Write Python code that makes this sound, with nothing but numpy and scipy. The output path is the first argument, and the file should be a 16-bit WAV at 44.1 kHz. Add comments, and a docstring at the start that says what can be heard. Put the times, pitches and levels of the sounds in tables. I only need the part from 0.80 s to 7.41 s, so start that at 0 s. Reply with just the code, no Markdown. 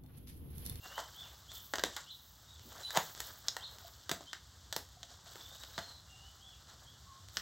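"""Two cats wrestle on a thin, stiff plastic mat, their claws catching and releasing it in sharp snaps.
Paws scuff and thump, fur and folds rustle, and a pellet tinkles in a collar bell.
The mat lies on the concrete floor of a small, bare, echoing room that is open to the yard.
Outside, a songbird whistles and chirps and a distant bird hoots. A phone picks it all up in mono."""
import sys
import numpy as np
from scipy import signal
from scipy.fft import rfft, irfft, next_fast_len
from scipy.io import wavfile
from scipy.ndimage import uniform_filter1d

SR = 44100
rng = np.random.default_rng(int(sys.argv[2]) if len(sys.argv) > 2 else 0)


def bounce(signal):
    """Save signal as a 16-bit WAV file at the path given by the first command-line argument."""
    frames = np.transpose(np.atleast_2d(signal))
    limited = np.clip(frames, -1, 1)
    pcm = np.round(limited * 32767).astype(np.int16)
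    wavfile.write(sys.argv[1], SR, pcm)


N = 291709
T = np.arange(N) / SR


def undb(db):
    """Turn decibels into a factor to multiply by."""
    return 10 ** (np.asarray(db) / 20)


def unit(x):
    """Scale a sound to an average (rms) level of 1."""
    return x / np.sqrt(np.mean(x ** 2))


def gains(points, size):
    """Join (f/Hz, level/dB) points into a gain for every frequency."""
    hz, db = np.transpose(points)
    return undb(np.interp(np.log(np.fft.rfftfreq(size, 1 / SR) + 1), np.log(hz), db))


def colour(x, points):
    """Give a sound the tone colour drawn by (f/Hz, level/dB) points."""
    size = next_fast_len(len(x), real=True)
    return irfft(rfft(x, size) * gains(points, size), size)[:len(x)]


def pulse(points, size=1024):
    """The sharpest click that has this tone colour."""
    cepstrum = irfft(np.log(gains(points, size)))
    # folding the second half onto the first packs the energy at the start
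    cepstrum[1:size // 2] *= 2
    cepstrum[size // 2 + 1:] = 0
    return irfft(np.exp(rfft(cepstrum)))


def add(out, s, x):
    """Mix x into out, starting at s seconds."""
    i = max(int(s * SR), 0)
    out[i:i + len(x)] += x[:max(N - i, 0)]


def wander(rate):
    """A smooth random drift of roughly +-1 that turns about `rate` times a second."""
    hold = int(SR / rate)
    steps = np.repeat(rng.standard_normal(N // hold + 1), hold)
    return 1.3 * uniform_filter1d(uniform_filter1d(steps, hold), hold)[:N]


def reverberate(x, ring_s, build_s):
    """A blur of echoes that builds up, then dies away by 60 dB in ring_s."""
    t = T[:SR // 2]
    tail = rng.standard_normal(len(t)) * undb(-60 * t / ring_s) * (1 - np.exp(-(t / build_s) ** 2))
    return signal.fftconvolve(x, tail / np.linalg.norm(tail))[:N]


def room(x):
    """The short echo of the bare concrete room."""
    return reverberate(x, ring_s=0.23, build_s=0.0083)


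# tone colour of the background: f/Hz, level/dB
RUMBLE_COLOUR = [(35, -54), (58, 4), (95, 1), (220, -14.5), (430, -21.5), (1300, -14.5), (2200, -22.5),
                 (3500, -17), (7500, -27.5), (15000, -37.5)]

def outdoor_rumble(level_db=-59.5, swell_db=1):
    """A low, gently swelling outdoor rumble with faint hiss."""
    return unit(colour(rng.standard_normal(N), RUMBLE_COLOUR)) * undb(level_db + swell_db * wander(5.43))


def slur(start, length, hz, db, glide, hold=0.29, fade_db=-3.5):
    """The path (t/s, f/Hz, level/dB) of a note that holds its pitch, then glides as it fades."""
    progress = np.linspace(0, 1, 20)
    along = np.maximum(progress - hold, 0) / (1 - hold)
    return np.transpose([start + length * progress, hz * (1 + glide * along), db + fade_db * along])


def arch(start, length, hz, db, fall, climb, peak=0.48, fade_db=-3.5):
    """The path (t/s, f/Hz, level/dB) of a note that is highest and loudest near its middle."""
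    progress = np.linspace(0, 1, 20)
    away = (2 * (progress - peak)) ** 2
    sag = np.where(progress < peak, climb, fall) * away
    level_db = db + fade_db * np.sqrt(away) - 2 * sag  # the voice weakens as it drops
    return np.transpose([start + length * progress, hz * (1 - sag), level_db])


def whistle(path, waver, edge_s=.012):
    """A nearly pure tone that follows a path and turns buzzy in fast sweeps."""
    s, hz, db = np.transpose(path)
    span = (T > s[0] - edge_s) & (T < s[-1] + edge_s)
    t, out = T[span], np.zeros(N)
    pitch = uniform_filter1d(np.interp(t, s, hz), SR // 100)
    pitch *= 1 + waver[span] * (1 + 3 * np.abs(np.gradient(pitch)))
    fade = np.clip(np.minimum(t - t[0], t[-1] - t) / (2 * edge_s), 0, 1)
    out[span] = np.sqrt(2) * fade * undb(np.interp(t, s, db)) * np.sin(2 * np.pi * np.cumsum(pitch) / SR)
    return out


# the songbird's gliding notes: t/s, length/s, starting f/Hz, level/dB, glide/share of the pitch
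GLIDING_NOTES = [(-0.02, 0.22, 2735, -48, 0.13), (1.674, 0.19, 3780, -60.5, -0.36),
                 (3.464, 0.05, 3065, -52, 0.27), (4.578, 0.26, 3527, -56.5, 0.12),
                 (5.283, 0.21, 2807, -53.5, 0.078)]
# its rising and falling notes: t/s, length/s, top f/Hz, level/dB, fall/share of the pitch
ARCHED_NOTES = [(0.342, 0.13, 3535, -48.5, 0.36), (0.684, 0.037, 3560, -49, 0.16),
                (0.747, 0.048, 3480, -50, 0.23), (4.928, 0.24, 4217, -53.5, 0.081),
                (5.603, 0.15, 3410, -53.5, 0.28), (6.043, 0.1, 3375, -59, 0.089)]
# a lower, more distant bird's hoots: t/s, length/s, top f/Hz, level/dB
FAR_HOOTS = [(5.3, 0.43, 800, -70), (6.257, 0.088, 1113, -55.5)]
# repeats of one raspy chirp: t/s, level/dB
CHIRP_TIMES = [(1.265, -48), (2.042, -47.5), (2.798, -45)]
# the path of that chirp: t/s from its start, f/Hz, level/dB
CHIRP_PATH = [(0, 2750, -2.5), (.028, 3300, -1.5), (.044, 4130, 4), (.07, 3680, -1)]

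def birds(waver=0.0163, rasp=0.0184, direct_db=-6, song_echo_db=-4.5, chirp_echo_db=-6):
    """Wavering whistles and raspy chirps arrive directly and bounce off the yard walls."""
    wobble, buzz = waver * wander(160), rasp * wander(600)
    notes = [slur(*row) for row in GLIDING_NOTES]
    notes += [arch(*row, climb=0.13) for row in ARCHED_NOTES]
    notes += [arch(*row, fall=0.068, climb=0.068) for row in FAR_HOOTS]
    song = sum(whistle(path, wobble) for path in notes)
    song *= undb(2.2 * wander(70))  # the level flickers
    chirps = sum(whistle(np.add(CHIRP_PATH, [s, 0, db]), buzz) for s, db in CHIRP_TIMES)
    to_walls = undb(song_echo_db) * song + undb(chirp_echo_db) * chirps
    return undb(direct_db) * (song + chirps) + reverberate(to_walls, ring_s=0.38, build_s=.005)


# knocks on the bell: t/s, level/dB
BELL_KNOCKS = [(2.033, -56), (2.049, -49)]
# the tones it rings with: f/Hz, time to fade by 60 dB/s, level/dB
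BELL_TONES = [(3990, 0.23, 11.5), (10300, 0.25, -4)]

def collar_bell():
    """A pellet knocks inside the little bell on the collar."""
    t, out = T[:SR // 2], np.zeros(N)
    for s, db in BELL_KNOCKS:
        for hz, ring_s, tone_db in BELL_TONES:
            tone = np.sin(2 * np.pi * hz * rng.normal(1, 0.0018) * t)
            add(out, s, undb(db + tone_db - 60 * t / ring_s) * tone)
    return out


def slips(size, rate, spread_db):
    """Random tiny clicks of plastic sticking and letting go: most small, a few large."""
    out, count = np.zeros(size), int(size * rate / SR)
    strengths = undb(spread_db * np.minimum(rng.exponential(size=count), 4))
    out[rng.integers(0, size, count)] = strengths * rng.choice([-1, 1], count)
    return unit(out)


def creases():
    """Creases of every size slip in fits and starts, each crackling in its own pitch range."""
    edges_hz = np.geomspace(250, 18000, 9)
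    out = np.zeros(N)
    for band in zip(edges_hz, edges_hz[1:]):
        crackle = slips(N, rate=1000, spread_db=3.8) * undb(1.5 * wander(60))
        out += signal.sosfilt(signal.butter(2, band, "band", fs=SR, output="sos"), crackle)
    return unit(out)


def stroke(start, length, swell_s, fade_s):
    """The loudness of one move: it swells, holds and dies away."""
    return np.clip((T - start) / swell_s, 0, 1) * np.exp(-np.maximum(T - start - length, 0) / fade_s)


# a cat slides on the mat: t/s, length/s, level/dB, hollow sound/dB above that level
BODY_SLIDES = [(0.017, 0.19, -58.5, 5.5), (0.274, 0.24, -62, 4), (0.685, 0.12, -58, -2.5),
               (1.076, 0.14, -57.5, -1.5), (1.875, 0.24, -58.5, 4), (2.194, 0.085, -53, 0.5),
               (2.348, 0.14, -55, 2.5), (2.49, 0.59, -62.5, 4.5), (3.013, 0.49, -67, 1.5),
               (4.274, 0.032, -58.5, 0.5), (4.434, 0.65, -59.5, 1.5), (5.094, 0.97, -75, 7),
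               (5.865, 0.034, -59, 5), (6.522, 0.13, -57.5, 1.5)]
# fur brushes past: t/s, length/s, level/dB
FUR_BRUSHES = [(-0.03, 0.18, -59), (0.257, 0.27, -62.5), (0.73, 0.046, -50), (1.3, 0.19, -60.5),
               (1.797, 0.18, -60), (2.103, 0.12, -50.5), (2.38, 0.063, -53), (2.845, 0.26, -63),
               (4.42, 0.5, -64), (6.512, 0.1, -59)]
# tone colours of the mat's crinkling weave, its hollow body and the fur: f/Hz, level/dB
WEAVE_COLOUR = [(1200, -56), (2300, 6), (3400, 14), (5000, 6.5), (7800, 1.5), (10000, -6), (13000, -12)]
HOLLOW_COLOUR = [(130, 3.5), (350, -0.5), (650, 6.5), (1600, 9.5), (2300, -3.5), (4000, -65)]
FUR_COLOUR = [(6000, -48), (9500, -5.5), (12500, 7), (16000, 10)]

def rustle():
    """Countless tiny slips of the mat's weave, over the smooth rub of fur."""
    weave, hollow, fur = undb(-70), undb(-70.5), undb(-77)  # the cats are never quite still
    for s, length, db, hollow_db in BODY_SLIDES:
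        slide = undb(db) * stroke(s, length, swell_s=0.031, fade_s=0.056)
        weave = np.hypot(weave, slide)
        hollow = np.hypot(hollow, slide * undb(hollow_db))
    for s, length, db in FUR_BRUSHES:
        fur = np.hypot(fur, undb(db) * stroke(s, length, swell_s=0.29 * length, fade_s=0.15))
    grains = creases() + 0.6 * rng.standard_normal(N)
    pressing_db = 2 * wander(60)  # paws press and let go, so the hollow sound comes in fits
    out = unit(colour(grains, WEAVE_COLOUR)) * weave * undb(0.5)
    out += unit(colour(grains, HOLLOW_COLOUR)) * hollow * undb(pressing_db - 2)
    out += unit(colour(grains, FUR_COLOUR)) * fur * undb(-1.5)
    return out * undb(1.3 * wander(60))


# a cat's weight thumps the floor: t/s, level/dB
FLOOR_THUMPS = [(2.179, -32.5), (3.319, -38), (3.968, -46), (4.986, -43), (6.575, -53)]
# soft pats sound the hollow under the mat: t/s, level/dB
MAT_PATS = [(1.988, -47), (3.049, -44.5), (3.317, -33), (4.172, -52), (4.235, -54), (4.315, -52),
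            (4.467, -52.5), (4.982, -36.5)]
# the shape of every thump and of every pat: f/Hz, swell/s, fade/s
THUMP_SHAPE = (161.7, 0.004, 0.0078)
PAT_SHAPE = (690, 0.0015, 0.011)

def soft_blows(rows, hz, swell_s, fade_s):
    """A padded blow pushes gently, so only one low tone answers, a little different at every spot."""
    out = np.zeros(N)
    t = T[:SR // 4] - T[SR // 8]  # zero at the loudest moment
    loudness = np.exp(np.minimum(t / swell_s, -t / fade_s))
    for s, db in rows:
        add(out, s + t[0], undb(db) * loudness * np.sin(2 * np.pi * hz * rng.normal(1, .025) * t))
    return out


# paws scuff and land: t/s of the peak, level/dB, centre f/Hz, width/Hz, swell/s, fade/s
PAW_SCUFFS = [(0.191, -37, 940, 387, 0.011, 0.018), (1.169, -38, 1280, 1080, 0.0019, 0.014),
              (1.874, -57.5, 256, 119, 0.03, 0.025), (2.169, -28, 1030, 1188, 0.014, 0.002),
              (2.173, -26.5, 850, 111, 0.0088, 0.0032), (2.195, -41, 895, 900, 0.0028, 0.012),
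              (3.409, -43, 506, 700, 0.0015, 0.004)]

def paw_scuffs(crunch_db=-9):
    """A paw drives the mat against the floor: a ringing rub swells and dies while the weave crunches."""
    out = np.zeros(N)
    t = T[:SR // 4] - T[SR // 8]
    for s, db, hz, width_hz, swell_s, fade_s in PAW_SCUFFS:
        loudness = np.exp(np.minimum(t / swell_s, -t / fade_s))
        rub = signal.lfilter(*signal.iirpeak(hz, hz / width_hz, fs=SR), rng.standard_normal(len(t)))
        rub = colour(rub, [(hz / 4, -18), (hz / 2, 0), (hz * 2, 0), (hz * 4, -12)]) * loudness
        rub *= np.linalg.norm(loudness) / np.linalg.norm(rub)
        crunch = unit(colour(slips(len(t), rate=2100, spread_db=5), WEAVE_COLOUR)) * loudness
        add(out, s + t[0], undb(db) * (rub + undb(crunch_db) * crunch))
    return out


# claws pluck single strands: t/s, level/dB
CLAW_TICKS = [(0.718, -22.5), (1.7955, -27), (2.3502, -20.5), (2.9855, -23), (4.461, -32), (6.4865, -24)]
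# tone colour of a pluck: f/Hz, level/dB
TICK_COLOUR = [(600, 2), (2500, 8.5), (5000, 2), (14000, -12)]

def claw_ticks(tick_db=-4, room_db=-5):
    """A claw plucks one strand of the weave: a small click and its echo."""
    out = np.zeros(N)
    for s, db in CLAW_TICKS:
        add(out, s, undb(db + tick_db) * pulse(TICK_COLOUR))
    return out + undb(room_db) * room(out)


# claws snap the mat: t/s, level/dB, then relative to that level: thud/dB, crack/dB, sizzle/dB, ring/dB
CLAW_SNAPS = [(0.1796, -1.5, -13, -26, -29, -18), (0.937, -0.5, -7, -9, -24.5, -8),
              (0.9564, -8, -13, 1, -18, 2), (0.984, -9.5, 1, 1.5, -30, -6),
              (0.995, -11.5, 3, -0.5, -18, 7.5), (1.0375, 2, 2, -2, -21, 1.5),
              (1.1653, -12, -6, 1.5, -13, -6), (2.106, -16.5, -18, 2, -11, 7),
              (2.1726, 7, -8, -8, -20.5, -6.5), (2.4035, -12.5, -7, 2, -6.5, 1.5),
              (2.684, -9.5, -7, 7.5, -13, -3), (2.7666, -2, -11, -11.5, -24, -8),
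              (3.2942, -8.5, -0.5, 0.5, -17, -2), (3.3145, -2, 4, 0, -17, -11),
              (3.5316, -10.5, -7, -1, -23.5, -1), (3.9265, -8, -8, 1.5, -13.5, -3),
              (3.964, -5, -0.5, 0.5, -12, -9), (4.231, -19, -5, 4.5, -22, -2),
              (4.5567, -19.5, 3, -4, -23, -16), (4.8358, -19.5, -3, 2, -19, -4),
              (4.9796, -7, 5.5, -4.5, -28, -20), (4.988, -7.5, -3, -3, -23.5, -12),
              (6.5703, -5.5, -7, 2.5, -19.5, 1)]
# the tones the mat rings with: f/Hz, time to fade by 60 dB/s, level/dB
MAT_TONES = [(676, 0.1, -54), (1600, 0.022, -33), (1780, 0.018, -32.5)]
# bounces off the floor and nearby surfaces: delay/s, level/dB
NEAR_ECHOES = [(.003, -5), (.0075, -12.5)]

def claw_snaps(flutter_db=-6, flutter_s=0.001, snap_db=2.5, spread_s=0.000735, beaming=0.6, room_db=-5.3):
    """A claw lets go of the mat with a sharp click; the sheet flutters for a moment and rings on."""
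    t = T[:SR // 8]
    # high ripples cross the sheet faster, so the treble leaves first and the lows trail it
    lag_s = spread_s / (1 + np.fft.rfftfreq(len(t), 1 / SR) / 2000)
    smear = np.exp(-2j * np.pi * np.cumsum(lag_s) * SR / len(t))
    out = np.zeros(N)
    for s, db, thud_db, crack_db, sizzle_db, ring_db in CLAW_SNAPS:
        flutter = rng.standard_normal(len(t)) * np.exp(-t / flutter_s)
        motion = undb(flutter_db) * flutter / np.linalg.norm(flutter)
        motion[0] += 1  # the click itself
        for hz, ring_s, tone_db in MAT_TONES:
            spot_hz = hz * rng.normal(1, 0.03)  # every spot is stretched a little differently
            motion += undb(ring_db + tone_db - 60 * t / ring_s) * np.cos(2 * np.pi * spot_hz * t)
        bright_db = max(crack_db, 0)  # the brightest cracks gather their energy near 5 kHz
        snap_colour = [(60, thud_db - 43), (200, thud_db - 7), (380, thud_db), (700, 0.0053), (1900, 0),
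                       (2400, crack_db / 2 - 1.5), (3300, crack_db), (5300, crack_db - 8.5 + bright_db),
                       (10000, sizzle_db)]
        snap = signal.fftconvolve(irfft(rfft(motion) * smear), pulse(snap_colour)) * undb(db + snap_db)
        add(out, s, snap)
        # bright cracks beam at the phone and spill less onto the floor and walls
        spill = snap * undb(-beaming * bright_db)
        for delay_s, echo_db in NEAR_ECHOES:
            add(out, s + delay_s * rng.normal(1, 0.16), spill * undb(echo_db))
        add(out, s, undb(room_db) * room(spill))
    return out


def scene(paw_room_db=-7):
    """The cats' claws and paws echo in the bare room, over rustle, birds, bell and rumble."""
    paws = paw_scuffs() + soft_blows(FLOOR_THUMPS, *THUMP_SHAPE) + soft_blows(MAT_PATS, *PAT_SHAPE)
    cats = claw_snaps() + claw_ticks() + paws + undb(paw_room_db) * room(paws) + rustle()
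    mono = cats + birds() + collar_bell() + outdoor_rumble()
    return np.array([mono, mono])


# tone colour of the phone's microphone: f/Hz, level/dB
MIC_COLOUR = [(100, 0.5), (2000, -4), (2350, -11), (2600, -11.5), (3000, -3.5), (3500, -0.5), (7800, 6.5),
              (8900, -4), (9800, -5.5), (12000, 0.5)]

def record(dry, top_hz=15900):
    """The phone's microphone opening weakens two pitch ranges, and the highest treble is cut."""
    heard = signal.fftconvolve(dry, pulse(MIC_COLOUR)[None], axes=1)[:, :N]
    return signal.sosfilt(signal.ellip(10, .2, 80, top_hz, fs=SR, output="sos"), heard)


dry = scene()
out = record(dry)
bounce(out)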